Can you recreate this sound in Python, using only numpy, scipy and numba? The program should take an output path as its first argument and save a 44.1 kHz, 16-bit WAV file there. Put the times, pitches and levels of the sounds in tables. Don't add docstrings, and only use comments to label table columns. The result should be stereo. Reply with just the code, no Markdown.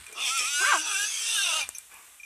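import sys
import numpy as np
from scipy import signal
from scipy.fft import rfft, irfft
from scipy.io import wavfile
from scipy.ndimage import uniform_filter1d
from numba import njit

SR = 44100
rng = np.random.default_rng(int(sys.argv[2]) if len(sys.argv) > 2 else 0)


def unload_wav(signal):
    wavfile.write(
        sys.argv[1],
        SR,
        np.round(np.clip(np.atleast_2d(signal).T, -1, 1) * 32767).astype(np.int16),
    )


N = 99225
T = np.arange(N) / SR

# (frequency [Hz], gain [dB])
AIR_COLOUR = [(30,-19),(100,-29),(290,-9.5),(1500,-1),(3560,0.5),(4450,-7.5),(8270,7.5),(14000,-2.5)]
RUMBLE_COLOUR = [(20, -25), (65, -2.5), (130, -15), (400, -26), (2000, -78)]
# (time [s], level [dB])
RUMBLE_DB = [(0,-50.5),(.04,-64),(.09,-72),(1.3,-79),(1.4,-61.5),(1.55,-76),(1.66,-56.5),(1.75,-70.5),(2.25,-77.5)]
# (frequency [Hz], gain [dB])
ECHO_COLOUR = [(350, -16), (1400, -7), (4000, 1)]
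# (frequency [Hz], gain [dB])
LEFT_PORT_DB = [(100,3),(400,-5),(800,-1),(1400,-6),(2400,2),(3400,-2.5),(4500,-8),(6000,-12),(8200,-30),(10500,-10),(13000,-1.5)]
# (frequency [Hz], phase [rad])
LEFT_PORT_PHASE = [(40,2),(110,-1.5),(260,-2),(700,-4.0),(1380,-5),(1900,-3.5),(2760,-6),(4820,-10),(5510,-11),(8180,-12.5),(9820,-13.5),(12000,-16.5)]

# (time [s], level [dB])
SCUFFLE_DB = [(0,-45.5),(.15,-51),(1.6,-39.5),(1.71,-53.5),(1.8,-56),(1.87,-65.5),(1.945,-67),(2.02,-61),(2.12,-60),(2.25,-65)]
# (time [s], level [dB], left minus right [dB], decay [s], knock against crack [dB])
TWIG_SNAPS = [(0.066,-44,-21,0.0022,-32),(.126,-43,-21,0.0051,-18),(.376,-28,-15,.008,-32),(.389,-42,-3,.006,-25),(1.690,-21.5,-2,.0016,-12.5),(1.784,-24,-11.5,0.0014,-38),(1.941,-40.5,-10,0.0024,-20)]
# (frequency [Hz], gain [dB])
CRACKLE_COLOUR = [(400,-16),(1500,4.5),(4000,0.5),(6500,-13.5),(8300,5.5),(10500,-9),(14000,-54)]
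CRACK_COLOUR = [(300,-59),(1200,-42),(2500,-26),(5000,-18),(8000,8.5),(11000,-1),(15000,-16)]
WOOD_COLOUR = [(100,-47),(400,-8),(1000,-4),(2200,-11),(5000,-32)]
BREATH_COLOUR = [(150,-24),(400,-5),(800,-6),(1200,-2.5),(1600,-8),(2300,-4),(3200,-19.5),(5000,-20)]
# (time [s], level [dB])
HUFF_DB = [(1.88,-73),(1.92,-47.5),(1.97,-47.5),(2.04,-54),(2.25,-69.5)]
# (frequency [Hz], gain [dB], time to fall 60 dB [s])
BELL_MODES = [(2387,0,0.24),(3577,-16.5,0.12),(5630,2.5,0.079),(6223,5.5,0.081),(10300,1.5,0.077),(12350,-1,.06)]
# (time [s], level [dB], brightness [dB/octave], free ringing [s])
BELL_STROKES = [(0.066,-35,-16,0.018),(.124,-38.5,-11.5,.02),(1.611,-29,-5.5,0.024),(1.626,-31,-6.5,0.042),(1.748,-42.5,1.5,0.026),(1.757,-42,0,0.046),(2.198,-41.5,-13.5,.014),(2.232,-37,-13,.04)]

# (frequency [Hz], gain [dB])
VOICE_LOW_CUT = [(100,-52),(200,-18),(330,-13.5),(500,-3.5)]
# (frequency [Hz], gain [dB])
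PUFF_COLOUR = [(300, 14.0), (1500, -2.5), (4000, 6)]
# (time [s], length [s], pitch [Hz], level [dB])
GROWL_EVENTS = [(0.067,0.19,215,-43.5),(0.374,0.096,205,-41),(0.987,0.094,190,-43.5)]
# (time [s], pitch [Hz], relative voice level [dB], pure fundamental level [dB])
DOG_YELP = [(.58,319,-61,-67),(.61,352.6,-31.5,-30),(.635,422,-35.5,-31),(.657,509.6,-22,-50),(.67,562.4,-26,-30.5),(.695,601,-21.5,-31.5),(.715,564,-24.5,-36),(.728,477.4,-20,-38),(.742,384.3,-23.5,-28.5),(.757,338,-25.5,-35),(.773,304.8,-30,-42),(.787,304.7,-50,-43.5),(.82,317.6,-58,-45.5),(.865,310,-42.5,-50.5),(.92,266,-47,-56)]
# (time [s], frequency [Hz])
DOG_JAW_HZ = [(.58,880),(.63,1010),(.655,1560),(.69,1474),(.715,1427),(.728,1194),(.742,1050),(.765,969),(.92,885)]
# (time [s], roughness [0-1])
DOG_ROUGH = [(.6,.5),(.66,.38),(.70,.3),(.72,.5),(.745,.22),(.86,.08),(.92,.2)]
BOAR_ROUGH = [(.12,.8),(.22,.55),(.28,.36),(.32,.14),(.36,.12),(.395,.85),(.44,.5),(.48,.2),(.51,.08),(.565,.07),(.61,.3),(.8,.55),(.9,.7),(.96,.32),(1.03,.34),(1.1,.65),(1.3,.75),(1.36,.45),(1.405,.16),(1.46,.65),(1.55,.45),(1.65,.6)]

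# (time [s], pitch [Hz])
FIRST_SQUEAL = [(.1,185.1),(.15,201.2),(.2,252),(.24,274.4),(.285,241.2),(.312,263),(.36,276.3),(.39,255.9),(.426,243),(.45,249.5),(.472,270.2),(.494,283),(.58,290.9),(.62,311.2),(.76,320.5),(.84,308.1)]
SECOND_SQUEAL = [(.82,395.4),(.885,431.4),(.955,383.9),(1.0,404.6),(1.06,424.8),(1.13,443.2),(1.3,458.3),(1.35,442.7),(1.39,398.3),(1.425,395),(1.45,360.1),(1.49,337.1),(1.53,311.2),(1.58,319),(1.62,273.2),(1.68,233)]
# (time [s], lower mouth [dB], upper mouth [dB], lower snout [dB], upper snout [dB])
SQUEAL_EFFORT = [(0.14, -49, 7, 13, -6), (0.189, -35.5, -5, -10.5, -10), (0.225, -35, 2, -4, -6),
                 (0.281, -32.5, 3, 1.5, -2), (.345, -37, -2, 0.5, 1), (.385, -31.5, -0.5, 0.5, -1.5),
                 (0.435, -34.5, -3.5, 0, -1), (0.5, -34.5, -0.5, -2, -2.5), (0.565, -32.5, -4, 0, -1),
                 (0.797, -35.5, -10, -3, 1), (0.831, -42.5, -5.5, 5.5, -3.5), (0.87, -37.5, 0, 0, -0.5),
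                 (1.025, -30.5, -7.5, -5.5, -2.5), (1.097, -43.5, 2, 6.5, 3.5), (1.355, -32.5, -1, -1.5, 0),
                 (1.407, -32.5, 3, -0.5, -3), (1.545, -31.5, -1.5, -2, -5.5),
                 (1.609, -33.5, -7, -1.5, -6.5), (1.68, -55, 3, -15, -9)]
# (time [s], lower mouth [Hz], upper mouth [Hz], lower snout [Hz], upper snout [Hz])
TRACT_HZ = [(0.2,2580,3400,5480,8100),(.28,2470,3320,5680,7770),(.345,2460,3400,5700,7840),(0.416,2470,3240,5570,7700),(.54,2590,3500,6160,7800),(0.602,2630,3610,6740,8120),
            (0.744,2884,3370,5570,7460),
            (0.904,2680,3400,5940,7750),(.97,2630,3370,5750,7640),(1.026,2897,3554,5900,7900),(1.12,2460,3290,6700,7980),
            (1.24,2640,3260,5500,7700),(1.334,2900,3450,6000,8080),(1.405,2970,3540,5800,8070),
            (1.476,2780,3580,5770,8100),(1.62,2740,3480,6430,8320)]
# (frequency [ratio], width [Hz], gain [dB])
LOWER_SIDES = [(0.806,770,-4.5)]
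UPPER_SIDES = [(1.188,1320,-4),(1.45,1890,-14.5)]
# (frequency [Hz], gain [dB])
NASAL_COLOUR = [(1500,12.5),(1950,3),(2300,-5),(3550,-5.5),(4020,-5),(4500,6),(6400,6),(7000,2.5),(7700,3)]
# (time [s], frequency [Hz])
THROAT_CENTRE = [(.15,1200),(.3,1210),(.37,1270),(.44,1207),(.58,1487),(.78,1420),(.88,1470),(.96,1515),(1.05,1643),(1.2,1340),(1.33,1430),(1.4,1450),(1.47,1410),(1.57,1321),(1.66,1190)]
# (time [s], relative level [dB])
THROAT_LEVEL = [(.12,-40),(.2,-40.5),(.27,-50.5),(.35,-48),(.5,-44),(.6,-30.5),(.76,-35),(.83,-46.5),(.9,-37),(1.04,-28),(1.1,-57.5),(1.28,-51.5),(1.35,-39.5),(1.45,-42.5),(1.57,-36.5),(1.62,-55),(1.67,-89)]
# (time [s], level [dB])
CHEST_LEVEL = [(.1,-38),(.2,-40.5),(.28,-37.5),(.35,-46),(.42,-47),(.52,-53),(.6,-41.5),(.8,-44.5),(1.04,-45),(1.15,-71),(1.3,-46.5),(1.41,-44),(1.5,-34.5),(1.6,-34),(1.68,-52)]
MOAN_LEVEL = [(.15,-64),(.4,-69.5),(.55,-62.5),(.85,-48),(.95,-47.5),(1.08,-55.5),(1.3,-48.5),(1.45,-53),(1.65,-59.5)]
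# (time [s], level [dB])
WHISTLE_LEVEL = [(.28,-52),(.31,-29),(.365,-30.5),(.40,-44),(.47,-39.5),(.56,-43),(.65,-27),(.74,-44),(.77,-30),(.80,-48),(.83,-62),(.93,-53),(.96,-22.5),(.995,-34),(1.02,-30),(1.05,-44),(1.08,-59),(1.34,-46),(1.37,-39),(1.39,-21.5),(1.418,-21),(1.44,-41),(1.5,-68)]

JITTER, SHIMMER_DB, RASP = .03, 2.5, 2.0
THROAT_WIDTH_HZ, CHEST_HZ, CHEST_WIDTH_HZ = 263, 927, 990
LOWER_MOUTH_WIDTH_HZ, UPPER_MOUTH_WIDTH_HZ, SNOUT_WIDTH_HZ = 595, 424, 1020
ANTI_RATIO, ANTI_WIDTH_HZ = 1.29, 450.0


def amp(db):
    return 10 ** (np.asarray(db) / 20)


def unit(x):
    return x / np.sqrt(np.mean(x ** 2) + 1e-18)


def steady(x):
    return x / np.sqrt(np.abs(uniform_filter1d(x ** 2, size=1323)) + 1e-12)


def curve(rows, column=1):
    rows = np.array(rows)
    return np.interp(T, rows[:, 0], rows[:, column])


def during(rows):
    return np.clip((T - rows[0][0]) / 0.055, 0, 1) * np.clip((rows[-1][0] - T) / 0.049, 0, 1)


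def per_bin(points):
    hz, value = np.array(points).T
    return np.interp(np.log(np.fft.rfftfreq(2 * N, 1 / SR) + 1), np.log(hz), value)


def colour(x, points, phase=0):
    return irfft(rfft(x, 2 * N) * amp(per_bin(points)) * np.exp(1j * phase))[..., :N]


def noise(points, shape=N):
    return unit(colour(rng.standard_normal(shape), points))


def walk(per_s):
    hold = int(SR / per_s)
    steps = np.repeat(rng.standard_normal(N // hold + 1), hold)
    return 1.3 * uniform_filter1d(uniform_filter1d(steps, hold), hold)[:N]


@njit
def bandpass(x, hz, width_hz):
    y, band_state, low_state = np.empty(len(x)), 0., 0.
    for i in range(len(x)):
        g, damping = np.tan(np.pi * hz[i] / SR), width_hz / hz[i]
        band = (band_state + g * (x[i] + 1e-18 - low_state)) / (1 + g * (g + damping))
        band_state = 2 * band - band_state
        low_state += 2 * g * band
        y[i] = damping * band
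    return y


def resonate(x, hz, width_hz):
    hz = np.clip(hz + np.zeros(N), 20, .45 * SR)
    return bandpass(bandpass(x, hz, float(width_hz)), hz, float(width_hz))


def background():
    air = noise(AIR_COLOUR, (2, N)) * amp(-50 + 0.58 * walk(8.38))
    return air + noise(RUMBLE_COLOUR, (2, N)) * amp(curve(RUMBLE_DB))


def rocks(x, near_db=1, near_decay_s=0.0059, tail_db=-17, tail_t60_s=0.9):
    def scatter(decay_s):
        response = rng.standard_normal((2, N)) * (T > .001) * np.exp(-T / decay_s)
        response /= np.sqrt(np.sum(response ** 2, axis=-1, keepdims=True))
        return signal.fftconvolve(x[None], response, axes=-1)[:, :N]
    shares = np.array([walk(10.98) for _ in range(6)])
    shares /= np.sqrt(np.sum(shares ** 2, axis=0))
    near = sum(share * scatter(near_decay_s) for share in shares)
    echo = amp(near_db) * near + amp(tail_db) * scatter(tail_t60_s / np.log(1000))
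    return x + colour(echo, ECHO_COLOUR)


def ports(stereo):
    left, right = stereo
    return np.array([colour(left, LEFT_PORT_DB, per_bin(LEFT_PORT_PHASE)), right])


def leaves(grains_per_s=2500):
    grains = (rng.random(N) < grains_per_s / SR) * amp(1.3 * np.minimum(rng.exponential(size=N), 5))
    crackle = unit(colour(grains * rng.standard_normal((2, N)), CRACKLE_COLOUR))
    return crackle * amp(curve(SCUFFLE_DB) + np.array([[-3.0], [3.0]]))


def twigs(rustle_db=-19, rustle_s=.014):
    out = np.zeros((2, N))
    crack, knock = noise(CRACK_COLOUR, (2, N)), noise(WOOD_COLOUR, (2, N))
    for start, db, pan_db, decay_s, knock_db in TWIG_SNAPS:
        age = np.maximum(T - start, 0)
        envelope = (T > start) * (np.exp(-age / decay_s) + amp(rustle_db) * np.exp(-age / rustle_s))
        gains = amp(db + np.array([[pan_db], [-pan_db]]) / 2)
        out += gains * envelope * (crack + amp(knock_db) * knock)
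    return out


def huff():
    return noise(BREATH_COLOUR) * amp(curve(HUFF_DB)) * (T > HUFF_DB[0][0])


def bell(fur_damp_s=0.0081):
    out = np.zeros(N)
    for start, db, bright_db, free_s in BELL_STROKES:
        age = np.maximum(T - start, 0)
        envelope = np.minimum(age / 0.0007, 1) * np.exp(-np.maximum(age - free_s, 0) / fur_damp_s)
        for hz, mode_db, t60 in BELL_MODES:
            gain = amp(db + mode_db + bright_db * np.log2(hz / BELL_MODES[0][0]))
            mode = np.exp(-np.log(1000) * age / t60) * np.sin(2 * np.pi * (hz * age + rng.random()))
            out += gain * mode * envelope
    return out


def folds(pitch, rough, puff_cycles=0.36):
    hz = curve(pitch)
    cycle = (np.cumsum(hz) / SR).astype(int)
    pitch_chance, size_chance = rng.standard_normal((2000, 2))[cycle % 2000].T
    phase = np.cumsum(hz * (1 + JITTER * rough * pitch_chance)) / SR % 1
    closures = np.flatnonzero(np.diff(phase[:-16]) < 0)
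    closures = closures[closures > 16]
    late = (1 - phase[closures]) / (phase[closures + 1] + 1 - phase[closures])
    size = amp(SHIMMER_DB * rough * size_chance)[closures]
    pulses = np.zeros(N)
    for k in range(-7, 9):
        pulses[closures + k] += size * np.sinc(k - late) * np.cos(np.pi * (k - late) / 16) ** 2
    puffs = unit(colour(np.exp(-phase / puff_cycles) * rng.standard_normal(N), PUFF_COLOUR))
    return colour(steady(pulses) + RASP * rough * puffs, VOICE_LOW_CUT)


def harmonic(pitch, order=1):
    return np.sqrt(2) * np.sin(2 * np.pi * order * np.cumsum(curve(pitch)) / SR) * during(pitch)


def growls():
    out = np.zeros(N)
    for start, length, hz, db in GROWL_EVENTS:
        source = folds([(start, hz), (start + length, hz)], rough=0.52)
        voice = unit(resonate(source, hz=406, width_hz=280))
        out += amp(db) * voice * np.sin(np.pi * np.clip((T - start) / length, 0, 1))
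    return out


def dog():
    source = folds(DOG_YELP, curve(DOG_ROUGH))
    jaw = resonate(source, curve(DOG_JAW_HZ), width_hz=655)
    edge = amp(-34) * resonate(source, hz=2500, width_hz=1100)
    voice = steady(jaw + edge) * amp(curve(DOG_YELP, 2) + 5.0) * during(DOG_YELP)
    return voice + harmonic(DOG_YELP) * amp(curve(DOG_YELP, 3))


def boar(wander=0.022):
    rough, throat_hz = curve(BOAR_ROUGH), curve(THROAT_CENTRE)
    handover = np.clip((T - SECOND_SQUEAL[0][0]) / 0.019, 0, 1)
    first = folds(FIRST_SQUEAL, rough) * np.sqrt(1 - handover)
    second = folds(SECOND_SQUEAL, rough) * np.sqrt(handover)
    source = colour(first + second, NASAL_COLOUR)
    source = source - bandpass(source, ANTI_RATIO * throat_hz, ANTI_WIDTH_HZ)

    def ring(hz, width_hz):
        return resonate(source, hz * (1 + wander * walk(25.22)), width_hz)

    def snout(column, sides):
        hz = curve(TRACT_HZ, column)
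        centre = ring(hz, SNOUT_WIDTH_HZ)
        flanks = sum(amp(db) * ring(ratio * hz, width_hz) for ratio, width_hz, db in sides)
        return steady(centre + flanks) * amp(curve(SQUEAL_EFFORT, column) + 3.0)

    throat = steady(ring(throat_hz, THROAT_WIDTH_HZ)) * amp(curve(THROAT_LEVEL) + 4.0)
    chest = steady(ring(CHEST_HZ, CHEST_WIDTH_HZ)) * amp(curve(CHEST_LEVEL))
    moan = harmonic(FIRST_SQUEAL) + harmonic(SECOND_SQUEAL)
    moan *= amp(curve(MOAN_LEVEL) + 2 * walk(70.3))
    whistle = harmonic(FIRST_SQUEAL, order=5) + harmonic(SECOND_SQUEAL, order=4)
    whistle *= amp(curve(WHISTLE_LEVEL) + 2 * walk(88.5))
    mouth = steady(ring(curve(TRACT_HZ), LOWER_MOUTH_WIDTH_HZ))
    mouth += steady(ring(curve(TRACT_HZ, 2), UPPER_MOUTH_WIDTH_HZ)) * amp(curve(SQUEAL_EFFORT, 2))
    shrill = (mouth + snout(3, LOWER_SIDES) + snout(4, UPPER_SIDES)) * amp(curve(SQUEAL_EFFORT) + 0.5)
    return (throat + chest + moan + whistle + shrill) * during(SQUEAL_EFFORT)


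def scene():
    animals = huff() + boar() + dog() + growls() + bell()
    return ports(rocks(animals)) + twigs() + leaves() + background()


def record(dry, top_hz=14200):
    return signal.sosfilt(signal.ellip(8, .2, 70, top_hz, fs=SR, output="sos"), dry)


dry = scene()
out = record(dry)
unload_wav(out)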